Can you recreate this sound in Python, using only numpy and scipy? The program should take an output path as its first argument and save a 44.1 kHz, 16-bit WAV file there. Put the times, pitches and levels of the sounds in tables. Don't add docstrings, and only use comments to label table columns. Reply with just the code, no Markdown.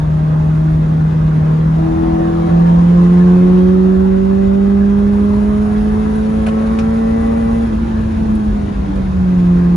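import sys
import numpy as np
from scipy import signal
from scipy.fft import rfft, irfft
from scipy.io import wavfile
from scipy.ndimage import uniform_filter1d, minimum_filter1d

SR = 44100
rng = np.random.default_rng(int(sys.argv[2]) if len(sys.argv) > 2 else 0)


def to_wav(sig):
    pcm = np.clip(np.atleast_2d(sig), -1, 1) * 32767
    pcm = np.round(pcm).astype(np.int16)
    wavfile.write(sys.argv[1], SR, pcm.T)


N = 430416
TIME = np.arange(N) / SR
BINS = np.fft.rfftfreq(N, 1 / SR)


def amp(db):
    return 10 ** (np.asarray(db) / 20)


def curves(rows):
    s, *columns = np.transpose(rows)
    return [np.interp(TIME, s, column) for column in columns]


def response(rows, hz):
    f, *columns = np.transpose(rows)
    return [np.interp(hz, np.sort(f), column) for column in columns]


def read(points, hz):
    f, value = np.transpose(points)
    return np.interp(np.log(hz + 1), np.log(f + 1), value)


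def noise(spectrum):
    white = rfft(rng.standard_normal(N))
    return irfft(white * amp(read(spectrum, BINS)), N) * np.sqrt(SR / 2)


def wander(rate_hz):
    step = 64
    count = N // step + 2
    hz = np.fft.rfftfreq(count, step / SR)
    x = irfft(rfft(rng.standard_normal(count)) / (1 + (hz / rate_hz) ** 4), count)
    return np.interp(np.arange(N), np.arange(count) * step, x / x.std())


def pair(centre, across):
    return np.array([centre + across, centre - across])


# (time [s], firing rate [Hz])
FIRING_RATE = [(0.0, 153.8), (.6, 156.3), (1.08, 157.8), (1.45, 155.3), (1.85, 161.7), (2.43, 167.5),
               (3.13, 176.5), (3.8, 186.6), (4.44, 194.7), (4.96, 201.9), (5.74, 210.6), (6.4, 218.1),
               (7.04, 224.8), (7.65, 229.4), (7.74, 225.3), (8.0, 221.4), (8.26, 219), (8.72, 202.4),
               (9.1, 187.3), (9.48, 176.2), (9.76, 175)]
SHUNT_S, SHUNT_DEPTH_HZ, SHUNT_RATE_HZ, SHUNT_DECAY_S = 7.68, 11.14, 4.19, 0.17


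def revs():
    firing_hz, = curves(FIRING_RATE)
    t = np.maximum(TIME - SHUNT_S, 0)
    swing = np.sin(2 * np.pi * SHUNT_RATE_HZ * t) * np.exp(-t / SHUNT_DECAY_S)
    return firing_hz - SHUNT_DEPTH_HZ * swing


# (time [s], new throttle [0-1], time constant of the engine's answer [s])
PEDAL_MOVES = [(.35, 0.84, 0.051), (.72, 0.36, 0.1), (1.18, 0.55, 0.11), (1.759, 0.9, 0.028),
               (7.65, 0.21, 0.015), (9.12, 0.7, 0.12)]
FIRST_THROTTLE = 0.68


def pedal():
    throttle = np.full(N, FIRST_THROTTLE)
    for s, position, lag_s in PEDAL_MOVES:
        throttle = position + (throttle - position) * np.exp(-np.maximum(TIME - s, 0) / lag_s)
    return np.clip(throttle, 0, 1)


def tone(angle, level_db, balance_db, lead):
    tilt = amp(balance_db)
    size = 2 * amp(level_db) / np.sqrt(1 + tilt ** 2)
    return size * np.array([tilt * np.cos(angle + lead / 2), np.cos(angle - lead / 2)])


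# (frequency [Hz], level pulling [dB], level coasting [dB],
# left minus right at full throttle [dB], left lead [rad])
BOOM_RESPONSE = [(147, -24, -18, 6, 0), (156.1, -11.5, -11, 1, 0), (161.3, -12.5, -14, -0.5, 0.068),
                 (162.5, -21, -15, 6, -.3), (163.2, -20, -18, 4.5, -0.22), (168.8, -15.5, -15, -2, 0.22),
                 (168.3, -7.5, -15, -2, 0.092), (178.5, -4.5, -20, -1.5, -0.17),
                 (183.4, -7.5, -17.5, -0.5, -0.53), (192.6, -10.5, -23, -6, -.75),
                 (199.7, -8, -26, -4.5, -.35), (216, -15.5, -13.5, -2, -.55), (222, -13.5, -20, -1, -0.29)]
# (frequency [Hz], level pulling [dB],
# level coasting [dB], left minus right [dB], left lead [rad])
DRONE_RESPONSE = [(304.7, -28.5, -44, -4, 1.6), (327, -10, -31, 2, 1.1), (331.5, -11, -30, 2.5, 1.2),
                  (337, -16.5, -33, 2, 1.86), (347, -24, -38.5, 12.5, 4.5), (349.5, -18.5, -32.5, 6, 6.4),
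                  (369, -6.5, -39, -7.5, 7.04), (392.4, -13, -46.5, 1.5, 7.16),
                  (412.6, -20.5, -36, 0.5, 6.55), (438, -24, -39, 6, 7.65), (450, -20, -43, 25, 6.2),
                  (451, -21, -42, 17, 8), (460, -21.5, -46.5, 14, 7.9)]


def firing_note(angle, firing_hz, throttle):
    shut = 1 - throttle
    pull_db, coast_db, balance_db, lead = response(BOOM_RESPONSE, firing_hz)
    boom = tone(angle, throttle * pull_db + shut * coast_db, throttle * balance_db, lead)
    loud_db, soft_db, balance_db, lead = response(DRONE_RESPONSE, 2 * firing_hz)
    drone_db = soft_db + throttle ** 3 * (loud_db - soft_db)
    drone = tone(2 * angle + np.pi / 2, drone_db, balance_db, lead)
    boom_rough = throttle * 0.0062 + shut * 0.15
    drone_rough = throttle * 0.061 + shut * 0.2
    return boom * (1 + boom_rough * wander(29)) + drone * (1 + drone_rough * wander(23))


# (multiple of the firing rate,
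# firing rate [Hz], full width at half amplitude [Hz], best throttle [0-1],
# relative level common to both sides [dB], relative level opposed across the cabin [dB])
OVERTONE_RESONANCES = [(.5, 176, 16, 1, -32.5, -55.5), (.5, 227, 10, 1, -34.5, -54),
                       (.75, 215, 11, .9, -29.5, -50.5), (.75, 224.6, 9, .9, -32.5, -49),
                       (1.25, 158.4, 8, .6, -30, -43), (1.25, 165.8, 12, .9, -25.5, -48),
                       (1.25, 192.7, 14, .9, -36, -49.5), (1.5, 158.8, 8, .55, -34, -50),
                       (1.5, 162.5, 6, 1, -28.5, -39), (1.5, 180.5, 12, .8, -29.5, -41.5),
                       (1.5, 195.3, 3.3, 0, -22, -38), (1.5, 222, 17, .2, -34.5, -37),
                       (1.75, 174.4, 8, .9, -36.5, -36.5), (1.75, 197.6, 11, .9, -39.5, -42),
                       (2.5, 164.6, 6, .9, -54.5, -44), (2.5, 178.3, 7.5, 1, -31, -31),
                       (2.5, 220.2, 9, .9, -35.5, -37), (2.5, 227, 7, .9, -46, -26.5),
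                       (2.75, 165.6, 9, .9, -45, -39), (3, 173.7, 15, 1, -33.5, -43),
                       (3, 182.8, 7.6, .9, -34, -35), (3, 193, 10, .9, -47, -27),
                       (3, 197.5, 8.7, .9, -39, -35), (3, 206.8, 8.3, .9, -37.5, -39),
                       (3, 218, 8, .9, -55, -38), (3, 226, 9, .9, -60, -33.5), (3, 213, 16, .26, -52, -37),
                       (3.5, 164, 5, .9, -50.5, -34), (3.5, 168.4, 4.3, .9, -49, -30.5),
                       (3.5, 212.5, 8.2, .9, -41.5, -44), (3.5, 225.4, 10, .9, -40.5, -37),
                       (4, 155.6, 3.5, .73, -40.5, -46.5), (4, 160.4, 4.1, .9, -37, -47),
                       (4, 164.6, 4.2, .9, -54, -29.5), (4, 173, 7, .9, -59.5, -41.5),
                       (4, 180.5, 10, .9, -42.5, -51), (4, 197.5, 14, .9, -46, -43),
                       (4, 209, 18, .9, -60.5, -42.5), (4, 219, 9, .26, -62, -44),
                       (4, 179, 6.7, .65, -59.5, -41.5), (4.5, 164.7, 4.5, .9, -38.5, -36),
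                       (4.5, 167.7, 7.7, .9, -37, -40), (4.5, 216, 5, .9, -48.5, -42),
                       (4.5, 225, 8.4, .9, -56, -39), (5, 162.2, 4, .9, -42.5, -45.5),
                       (5, 180, 9, .9, -52, -45), (5, 199, 12, .9, -59, -44),
                       (5, 220.5, 4.9, .9, -40.5, -44), (5, 227, 3.6, .9, -49, -48),
                       (5.5, 164.7, 3.2, .9, -46.5, -42.5), (5.5, 170.6, 4.1, .9, -54, -29),
                       (5.5, 224, 6.5, .9, -58, -46), (6, 178.3, 9.9, 1, -39.5, -49),
                       (6, 221.3, 6, .9, -46, -45.5), (6.5, 164, 3.5, .9, -43.5, -42),
                       (6.5, 170.5, 3.2, .9, -58, -38.5), (7, 175, 6, .9, -52, -47),
                       (7, 187.3, 8.3, .9, -48, -46), (8.75, 225.7, 6.5, 0.77, -46.5, -52)]


def flare(multiple, firing_hz, throttle, load_width=0.47):
    step = 16
    hz, load = firing_hz[::step], throttle[::step]
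    power = np.zeros((2, len(hz)))
    for k, centre_hz, width_hz, best_load, common_db, opposed_db in OVERTONE_RESONANCES:
        if k == multiple:
            detuning = (2 * (hz - centre_hz) / width_hz) ** 2
            distance = detuning + (2 * (load - best_load) / load_width) ** 2
            power += (amp([[common_db], [opposed_db]]) * .5 ** distance) ** 2
    return np.repeat(power, step, axis=1)[:, :N]


# (multiple of the firing rate,
# relative level pulling [dB], relative level coasting [dB])
EXHAUST_ORDERS = [(.5, -45, -39.5), (.75, -44.5, -50.5), (1.25, -44.5, -54), (1.5, -39, -37),
                  (1.75, -44, -52.5), (2.25, -48, -55.5), (2.5, -45, -46.5), (2.75, -53.5, -58.5),
                  (3, -51.5, -46.5), (3.25, -57, -58.5), (3.5, -56, -46.5), (4, -53.5, -51),
                  (4.5, -50.5, -51), (5, -49.5, -52.5), (5.5, -51.5, -59.5), (6, -45.5, -51.5),
                  (6.5, -52, -56.5), (7, -53, -52), (7.5, -54, -53.5), (8, -50.5, -58.5),
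                  (8.25, -56.5, -66), (8.75, -59, -70), (10, -54, -69)]


def overtones(angle, firing_hz, throttle, fade_hz=2.6, fade_db=2.8, faint_db=-4.5, flare_db=1.0):
    common, opposed = np.zeros((2, N))
    for multiple, pull_db, coast_db in EXHAUST_ORDERS:
        size = amp(coast_db) + (amp(pull_db) - amp(coast_db)) * throttle ** 2
        fades = np.array([wander(fade_hz), wander(fade_hz)])
        faint = size * amp(faint_db + fade_db * fades)
        singing_power = amp(flare_db) ** 2 * flare(multiple, firing_hz, throttle)
        flutter = 1 + .2 * wander(17)
        centre, across = np.sqrt(faint ** 2 + singing_power) * flutter
        turn = multiple * (angle + .035 * wander(12))
        common += centre * np.cos(turn)
        opposed -= across * np.sin(turn)
    return np.sqrt(2) * pair(common, opposed)


def cyclic(x, firing_hz, likeness=0.76, count=4):
    cycle = 4 * SR / firing_hz
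    weights = likeness ** np.arange(count)
    repeats = np.zeros_like(x)
    for k, weight in enumerate(weights):
        repeats += weight * x[:, np.arange(N) - np.round(k * cycle).astype(int)]
    return repeats / np.linalg.norm(weights)


def intake_swell(firing_hz, throttle, centre_hz=179, width_hz=8.8):
    return throttle * np.exp(-(2 * (firing_hz - centre_hz) / width_hz) ** 2)


# (frequency [Hz], relative density [dB per Hz])
RASP_SPECTRUM = [(200, -89.5), (500, -83), (1080, -76.5), (1250, -74), (1450, -71.5), (1850, -87),
                 (1980, -67.5), (2250, -80), (2500, -70.5), (3000, -81.5), (3700, -79.5), (4600, -85),
                 (7000, -90), (8300, -106), (10000, -100), (11500, -110)]


def rasp(firing_hz, throttle, width=0.33, left_db=3.5):
    octaves = np.log2(firing_hz / 200)
    level_db = -9.5 + 6.5 * octaves + 3.0 * intake_swell(firing_hz, throttle)
    sides = cyclic(pair(noise(RASP_SPECTRUM), width * noise(RASP_SPECTRUM)), firing_hz)
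    return amp(level_db) * sides * amp([[left_db], [-left_db]])


# (frequency [Hz], relative density [dB per Hz])
HISS_COMMON = [(1000, -110), (3500, -99), (5500, -88), (7000, -87.5), (8300, -102), (9500, -85),
               (10700, -85.5), (11500, -101)]
# (frequency [Hz], relative density [dB per Hz])
HISS_OPPOSED = [(1000, -110), (5500, -94.5), (6800, -98.5), (8300, -81), (9200, -84.5), (10000, -100),
                (11500, -104)]


def hiss(firing_hz, throttle, opens_hz=204, spread_hz=3):
    opened = (1 + np.tanh((firing_hz - opens_hz) / spread_hz)) / 2
    level_db = -24.0 + 9.5 * throttle + 8.0 * opened + 3.5 * intake_swell(firing_hz, throttle)
    return amp(level_db) * pair(noise(HISS_COMMON), noise(HISS_OPPOSED))


def engine_bay(angle, firing_hz, throttle, throb=0.33, flicker_db=1.5):
    puffs = (1 + throb * np.cos(angle)) * amp(flicker_db * wander(26))
    return puffs * (rasp(firing_hz, throttle) + hiss(firing_hz, throttle))


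# (frequency [Hz], relative density [dB per Hz])
MUTTER_SPECTRUM = [(60, -72), (115, -48), (170, -43.5), (250, -53), (350, -57.5), (600, -107)]


def exhaust_mutter(throttle):
    return noise(MUTTER_SPECTRUM) * (1 - throttle) ** 2


def steadied(x, firmness=0.11):
    power = uniform_filter1d(uniform_filter1d(x ** 2, size=1500), size=1000)
    return x / (power / power.mean() + .1) ** (firmness / 2)


# (frequency [Hz], relative density [dB per Hz])
RUMBLE_SPECTRUM = [(10, -70.5), (20, -54), (30, -47), (43, -34), (60, -31.5), (76, -32.5), (95, -39),
                   (115, -41), (140, -46), (300, -52), (900, -100)]
# (time [s], relative level [dB])
RUMBLE_COURSE = [(0, -21), (2.4, -23), (4.0, -25.5), (5.2, -20.5), (6.6, -23), (7.6, -20.5), (8.15, -19.5),
                 (8.75, -19), (9.76, -22)]


def tyre_rumble(trim_db=0.7):
    drum_db, = curves(RUMBLE_COURSE)
    rumble = steadied(noise(RUMBLE_SPECTRUM))
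    return rumble / rumble.std() * amp(drum_db + trim_db)


def patches(x, patchy_db):
    z = signal.stft(x, nperseg=1024)[2]
    lumps = uniform_filter1d(rng.standard_normal(z.shape), size=4, axis=1)
    lumps = uniform_filter1d(lumps, size=7, axis=2)
    gain = amp(patchy_db * lumps / lumps.std())
    return signal.istft(z * gain / np.sqrt(np.mean(gain ** 2)))[1][:, :N]


# (frequency [Hz], relative density [dB per Hz])
ROAR_COMMON = [(60, -69.5), (160, -46), (215, -47.5), (270, -52), (400, -56), (640, -63), (1060, -64.5),
               (1350, -68.5), (1700, -68.5), (1860, -73), (2400, -81), (3700, -84), (4600, -90),
               (7000, -93.5), (8300, -108), (9700, -93.5), (11500, -106)]
# (frequency [Hz], relative density [dB per Hz])
ROAR_OPPOSED = [(20, -74.5), (55, -62), (95, -68.5), (170, -63.5), (320, -55), (620, -57), (1000, -59.5),
                (1300, -65), (1700, -71.5), (2350, -84.5), (2700, -83), (4200, -89), (5800, -92.5),
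                (11000, -108)]
# (time [s], relative level of its body [dB], of its middle [dB], of its top [dB])
ROAR_COURSE = [(0, -2, .3, -0.6), (1.2, 1.5, .5, 0.5), (2.2, 1.5, 3.5, 3), (3.2, 3, 4, 6), (3.9, -1, 0, 1),
               (4.7, -3.5, -1.3, -0.5), (5.5, 0, 1, 1.8), (6.7, 1, 1.5, 4), (7.8, .5, 0, 2),
               (8.6, 0, -3.5, 2), (9.76, 0.5, -.3, 1.5)]


def wind_roar(trim_db=-3.0, buffet_db=0.32, patchy_db=3.0, body_hz=600, top_hz=2000):
    body_db, middle_db, top_db = curves(ROAR_COURSE)
    roar = patches(pair(noise(ROAR_COMMON), noise(ROAR_OPPOSED)), patchy_db)
    spectrum = rfft(roar)
    body = irfft(spectrum / (1 + (BINS / body_hz) ** 4), N)
    top = roar - irfft(spectrum / (1 + (BINS / top_hz) ** 8), N)
    middle = roar - body - top
    roar = body * amp(body_db) + middle * amp(middle_db) + top * amp(top_db)
    return roar * amp(trim_db + buffet_db * wander(32))


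# (time [s], level before decay [dB],
# pitch of the struck spot [Hz], time to decay by 60 dB [s], share of broad crack [0-1])
GRIT_STRIKES = [(6.157, -44, 9960, .06, 0.01), (6.464, -29.5, 2500, .075, .3),
                (6.467, -43, 10000, .07, .03), (6.468, -24.5, 660, .15, .02),
                (6.471, -26.5, 1450, .09, .04), (6.485, -33.5, 2700, .08, .35),
                (6.788, -29.5, 2550, .1, .3), (6.789, -29, 1300, .07, .06), (6.791, -41.5, 5500, .13, .16),
                (7.38, -49, 10160, 0.036, 0.1), (8.351, -45, 10000, .077, 0.3),
                (8.956, -42, 4513, 0.084, 0.9)]


def grit(width_octaves=0.17, width=0.64, panel_hz=1500, panel_octaves=1.2):
    out, t = np.zeros((2, N)), np.arange(SR // 4) / SR
    hz = np.fft.rfftfreq(len(t), 1 / SR) + 1
    panel = 1 / (1 + (np.log2(hz / panel_hz) / panel_octaves) ** 2)
    for s, db, spot_hz, t60, crack in GRIT_STRIKES:
        spot = 1 / (1 + (np.log2(hz / spot_hz) / width_octaves) ** 2)
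        colour = (1 - crack) * spot + crack * panel
        ring = irfft(rfft(rng.standard_normal((2, len(t)))) * colour, len(t))
        ring *= amp(db) / ring.std() * np.exp(-np.log(1000) * t / t60)
        part = out[:, round(s * SR):][:, :len(t)]
        part += pair(ring[0], width * ring[1])[:, :part.shape[1]]
    return out


def scene():
    firing_hz, throttle = revs(), pedal()
    unsteady_hz = firing_hz * (1 + 0.0019 * wander(10.6))
    angle = 2 * np.pi * np.cumsum(unsteady_hz) / SR
    engine = firing_note(angle, firing_hz, throttle)
    engine = engine + overtones(angle, firing_hz, throttle) + engine_bay(angle, firing_hz, throttle)
    return engine + exhaust_mutter(throttle) + tyre_rumble() + wind_roar() + grit()


def record(dry, edge_hz=11220):
    room = np.minimum(1, .97 / (abs(dry).max(0) + 1e-9))
    gain = uniform_filter1d(minimum_filter1d(room, size=901), size=901)
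    lowpass = signal.firwin(511, edge_hz, window=("kaiser", 9), fs=SR)
    return signal.oaconvolve(dry * gain, lowpass[None], "same")


dry = scene()
out = record(dry)
to_wav(out)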